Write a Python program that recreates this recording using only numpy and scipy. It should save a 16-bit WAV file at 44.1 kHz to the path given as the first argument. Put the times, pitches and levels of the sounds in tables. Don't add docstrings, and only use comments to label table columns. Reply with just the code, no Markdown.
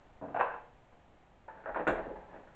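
import sys
import numpy as np
from scipy import signal
from scipy.fft import rfft, irfft
from scipy.io import wavfile

SR = 44100
rng = np.random.default_rng(int(sys.argv[2]) if len(sys.argv) > 2 else 0)


def transcribe(u):
    v = np.clip(np.atleast_2d(u).T, -1, 1)
    q = np.round(v * 32767).astype(np.int16)
    wavfile.write(sys.argv[1], SR, q)


N = 112454

# (frequency [Hz], level [dB], t60 [s])
CHAIR_MODES = [(127.3, -8, 0.26), (301.8, -1, 0.46), (344, -8.5, 0.43), (416, -2.5, 0.58),
               (492.6, -6.5, 0.42), (519, 0.5, 0.41), (645.5, 0.5, 0.41), (825, -0.5, 0.41),
               (1320, -12, 0.63), (1470, -3, 0.21), (1587, -6.5, 0.15), (1784, -9.5, 0.35),
               (1893, -8.5, 0.33)]


def chair_clunks():
    # (time [s], level [dB], bass [dB], treble [dB], favoured pitch [Hz], crack [dB])
    hits = [(1.4815, -45.5, -23, -0.5, 1590, 18), (1.573, -58, -7, 7.5, 1490, 13.5),
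            (1.639, -56.5, -2.5, 9, 1500, 19), (1.659, -32.5, -30, -11, 1520, 18.5),
            (1.675, -38, -20.5, -6.5, 664, 24), (1.693, -39, -8.5, -10, 627, 28),
            (1.746, -40, -15.5, 4, 1500, 21), (1.7605, -30, -15.5, -3, 996, 20.5),
            (1.773, -39.5, -12.5, -0.5, 583, 29), (1.797, -38, 1.5, 2.5, 443, 23.5),
            (1.809, -46.5, 3.5, -6, 504, 31.5), (1.8695, -30.5, 1, 4.5, 1525, 21),
            (1.876, -33.5, 5, 11, 333, 21), (1.884, -31, 1, 7, 708, 21.5),
            (1.908, -35.5, -4.5, -8, 538, 28.5), (1.957, -38.5, 0.5, 3.5, 667, 20.5),
            (1.983, -39.5, 1.5, 3, 645, 21.5), (2.068, -39.5, 1.5, -22, 516, 25.5),
            (2.099, -38.5, -4, -25, 427, 19), (2.337, -50, 2.5, -2.5, 612, 13),
            (2.356, -53.5, 7.5, 4, 745, 14), (2.474, -58.5, -6, 4.5, 1530, 15)]
    # (frequency [Hz], level [dB])
    body_eq = [(40, -12.5), (85, -32), (200, -1), (330, 0.5), (560, 3), (880, -1.5), (1200, -6),
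               (1620, -5.5), (2150, -17), (2700, -21), (3050, -32.5), (3700, -35), (5000, -60),
               (7500, -61.5)]
    return blows(hits, body_eq, CHAIR_MODES, rattle_db=-6, rattle_s=0.028,
                 room_db=-6, t60_scale=0.93, modes_db=-12)


def armrest():
    # (frequency [Hz], level [dB], t60 [s])
    modes = [(734, -9, 0.58), (885, 0, 0.45), (960, -2.5, 0.2), (1610, -9, 0.17)]
    # (time [s], level [dB])
    knocks = [(1.4817, -46.5), (1.7606, -38)]
    out, t = np.zeros(N), np.arange(SR) / SR
    for at, db in knocks:
        add(out, undb(db) * ring(modes, t), at)
    return out


def clink(level_db=-60.5, jangle_db=15, jangle_t60=0.27, size=22050):
    # (frequency [Hz], level [dB], t60
    # [s])
    modes = [(2344, 11.5, 0.37), (2710, 11.5, 0.25), (2790, 9, 0.14), (3320, 6.5, .28), (3630, 0.5, 0.22),
             (7130, -3, 0.24), (7800, -9.5, 0.22)]
    # (frequency [Hz], level [dB])
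    jangle_eq = [(1400, -10.5), (2400, 10), (3050, -4), (3600, -0.5), (5000, -25), (7100, -12), (8400, -21)]
    out, t = np.zeros(N), np.arange(size) / SR
    jangle = colour(rng.standard_normal(N), jangle_eq)[:size] * decay(t, jangle_t60)
    metal = ring(modes, t, detune=0.00058) + undb(jangle_db) * jangle
    attack = 1 - np.exp(-t / 0.0013)
    add(out, undb(level_db) * metal * attack, at=1.872)
    return out


def casters(bumps_per_s=160, spread_db=2, modes_db=-15, size=16384):
    # (time [s], level [dB])
    swell = [(1.48, -63), (1.72, -52), (1.86, -53), (1.98, -45), (2.11, -49), (2.24, -58), (2.28, -57.5),
             (2.35, -50.5), (2.43, -58.5), (2.55, -74)]
    # (frequency [Hz], level [dB])
    wheel_eq = [(60, -16.5), (140, -8), (300, -3.5), (520, -0.5), (800, 4), (1150, -12), (1600, -8),
                (2600, -25), (8000, -64.5)]
    t = np.arange(size) / SR
    grit = rng.random(N) < bumps_per_s / SR
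    bumps = grit * undb(spread_db * rng.standard_normal(N)) * rng.choice([-1, 1], N)
    rolling = colour(signal.fftconvolve(bumps, reflections(t, t60_scale=0.44))[:N], wheel_eq)
    frame = unit(signal.fftconvolve(bumps, ring(CHAIR_MODES, t))[:N])
    return (rolling + undb(modes_db) * frame) * fader(swell)


def floor_rumble():
    # (time [s], level [dB])
    swell = [(1.66, -83), (1.70, -58), (1.78, -58.5), (1.85, -65), (1.885, -47), (1.93, -42.5), (1.99, -52),
             (2.17, -60), (2.26, -71.5)]
    # (frequency [Hz], level [dB])
    floor_eq = [(15, -10.5), (28, 3), (47, 5), (80, -13.5), (200, -66)]
    return colour(rng.standard_normal(N), floor_eq) * fader(swell)


def desk_clatter():
    # (time [s], level [dB], bass [dB], treble [dB], favoured pitch [Hz], crack [dB])
    hits = [(.213, -41.5, 12.5, -17, 293, 12.5), (.223, -37, 10, -25, 628, 11.5),
            (.238, -38.5, 4, -19, 290, 10), (.284, -44, 13.5, -5.5, 322, 15),
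            (.3445, -34.5, 2.5, 2, 705, 5), (.362, -36, -5.5, 5.5, 723, 8), (.392, -33, -4, 0.5, 810, 11),
            (.396, -37.5, -6.5, 0, 521, 23.5), (.402, -30.5, -12.5, 5.5, 497, 24),
            (.410, -32, -10.5, 9, 1010, 25.5), (.428, -44.5, -10, 4.5, 726, 28.5),
            (.483, -47.5, -6, 6, 1570, 16), (.507, -43, -6.5, -0.5, 890, 18),
            (.535, -44.5, -1, 5, 910, 11.5), (.925, -58, -4.5, -8, 493, 6)]
    # (frequency [Hz], level [dB])
    body_eq = [(40, -31.5), (140, -12), (300, -12.5), (480, -2.5), (750, 1), (1080, -3.5), (1270, -8.5),
               (1580, -5.5), (2050, -20.5), (2700, -23), (3200, -35.5), (4800, -56), (7500, -59.5)]
    # (frequency [Hz], level [dB], t60 [s])
    modes = [(283.6, -7.5, 0.29), (474, -2.5, 0.47), (702, -0.5, 0.35), (776, -3.5, 0.39),
             (862, -0.5, 0.39), (1008.4, -2, 0.41), (1090, -10, 0.41), (1512, -7, 0.26), (1601, -3, .33),
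             (1870, -9, 0.25), (2645, -11, 0.4)]
    return blows(hits, body_eq, modes, rattle_db=-5.5, rattle_s=0.009,
                 room_db=-4.5, t60_scale=1.1, modes_db=-14.5)


def blows(hits, body_eq, modes, rattle_db, rattle_s, room_db, t60_scale, modes_db, size=32768):
    out, t, hz = np.zeros(N), np.arange(size) / SR, np.arange(size // 2 + 1) * SR / size
    body = unit(undb(along_hz(body_eq, hz)))
    crack = causal(1 / np.sqrt(1 + (hz / 2830) ** 6))
    attack = 1 - np.exp(-(t / 0.0025) ** 2)
    for at, db, *touch, crack_db in hits:
        echoes = undb(room_db) * reflections(t, t60_scale)
        rattle = undb(rattle_db) * rng.standard_normal(size) * np.exp(-t / rattle_s)
        tone = causal(body * undb(contact(hz, *touch, lift_db=7, octaves=0.27)))
        knock = irfft((undb(crack_db) * crack + rfft(echoes + rattle)) * tone)
        struck = [(f, level + contact(f, *touch, lift_db=11, octaves=0.13), t60) for f, level, t60 in modes]
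        add(out, undb(db) * (knock + undb(modes_db) * ring(struck, t) * attack), at)
    return out


def contact(hz, bass_db, treble_db, centre_hz, lift_db, octaves, bass_hz=360, treble_hz=1340):
    spot = lift_db * np.exp(-(np.log2(np.maximum(hz, 1) / centre_hz) / octaves) ** 2)
    return spot + bass_db / (1 + (hz / bass_hz) ** 4) + treble_db * hz ** 2 / (hz ** 2 + treble_hz ** 2)


def ring(modes, t, detune=0.0025):
    out = np.zeros(len(t))
    for k, (hz, db, t60) in enumerate(modes):
        pitch = hz * (1 + detune * rng.standard_normal())
        out += (-1) ** k * undb(db) * decay(t, t60) * np.sin(2 * np.pi * pitch * t)
    return out


def reflections(t, t60_scale, bands=7):
    # (frequency [Hz], t60 [s])
    room_t60 = [(100, 0.41), (400, 0.43), (900, 0.36), (2000, 0.4), (4000, 0.37), (8000, 0.057)]
    hz = np.arange(len(t) // 2 + 1) * SR / len(t)
    centres = np.geomspace(room_t60[0][0], room_t60[-1][0], bands)
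    tail, noise = np.zeros(len(t)), rfft(rng.standard_normal(len(t)))
    for centre, share in zip(centres, np.eye(bands)):
        band = irfft(noise * along_hz(np.c_[centres, share], hz))
        tail += band * decay(t, t60_scale * along_hz(room_t60, centre))
    return tail


def room_air():
    # (frequency [Hz], level [dB])
    air_eq = [(15, 1), (75, -5), (130, -7), (250, -11), (450, -13.5), (750, -9.5), (1100, -18), (2000, -23),
              (3200, -29.5), (5000, -43), (7200, -40), (8500, -51)]
    # (time [s], level [dB])
    drift = [(0, -60), (1.4, -62), (2.55, -59)]
    return colour(rng.standard_normal(N), air_eq) * fader(drift)


def undb(db):
    return 10 ** (np.asarray(db) / 20)


def unit(x):
    return x / np.sqrt(np.mean(x ** 2))


def decay(t, t60):
    return np.exp(-np.log(1000) * t / t60)


def along_hz(points, hz):
    f, v = np.array(points, float).T
    return np.interp(np.log(np.maximum(hz, 1)), np.log(f), v)


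def fader(points):
    return undb(np.interp(np.arange(N) / SR, *np.array(points).T, left=-np.inf))


def add(out, x, at):
    i = int(at * SR)
    out[i:i + len(x)] += x[:N - i]


def colour(x, eq):
    hz = np.arange(N // 2 + 1) * SR / N
    return unit(irfft(rfft(x) * undb(along_hz(eq, hz)), N))


def causal(gain):
    c = irfft(np.log(gain + 1e-9))
    half = len(c) // 2
    return np.exp(rfft(np.r_[c[0], 2 * c[1:half], c[half], np.zeros(half - 1)]))


def scene():
    return (desk_clatter() + chair_clunks() + room_air()
            + armrest() + clink() + casters() + floor_rumble())[None]


def record(dry):
    return signal.sosfilt(signal.ellip(8, .2, 70, 8300, fs=SR, output="sos"), dry)


dry = scene()
out = record(dry)
transcribe(out)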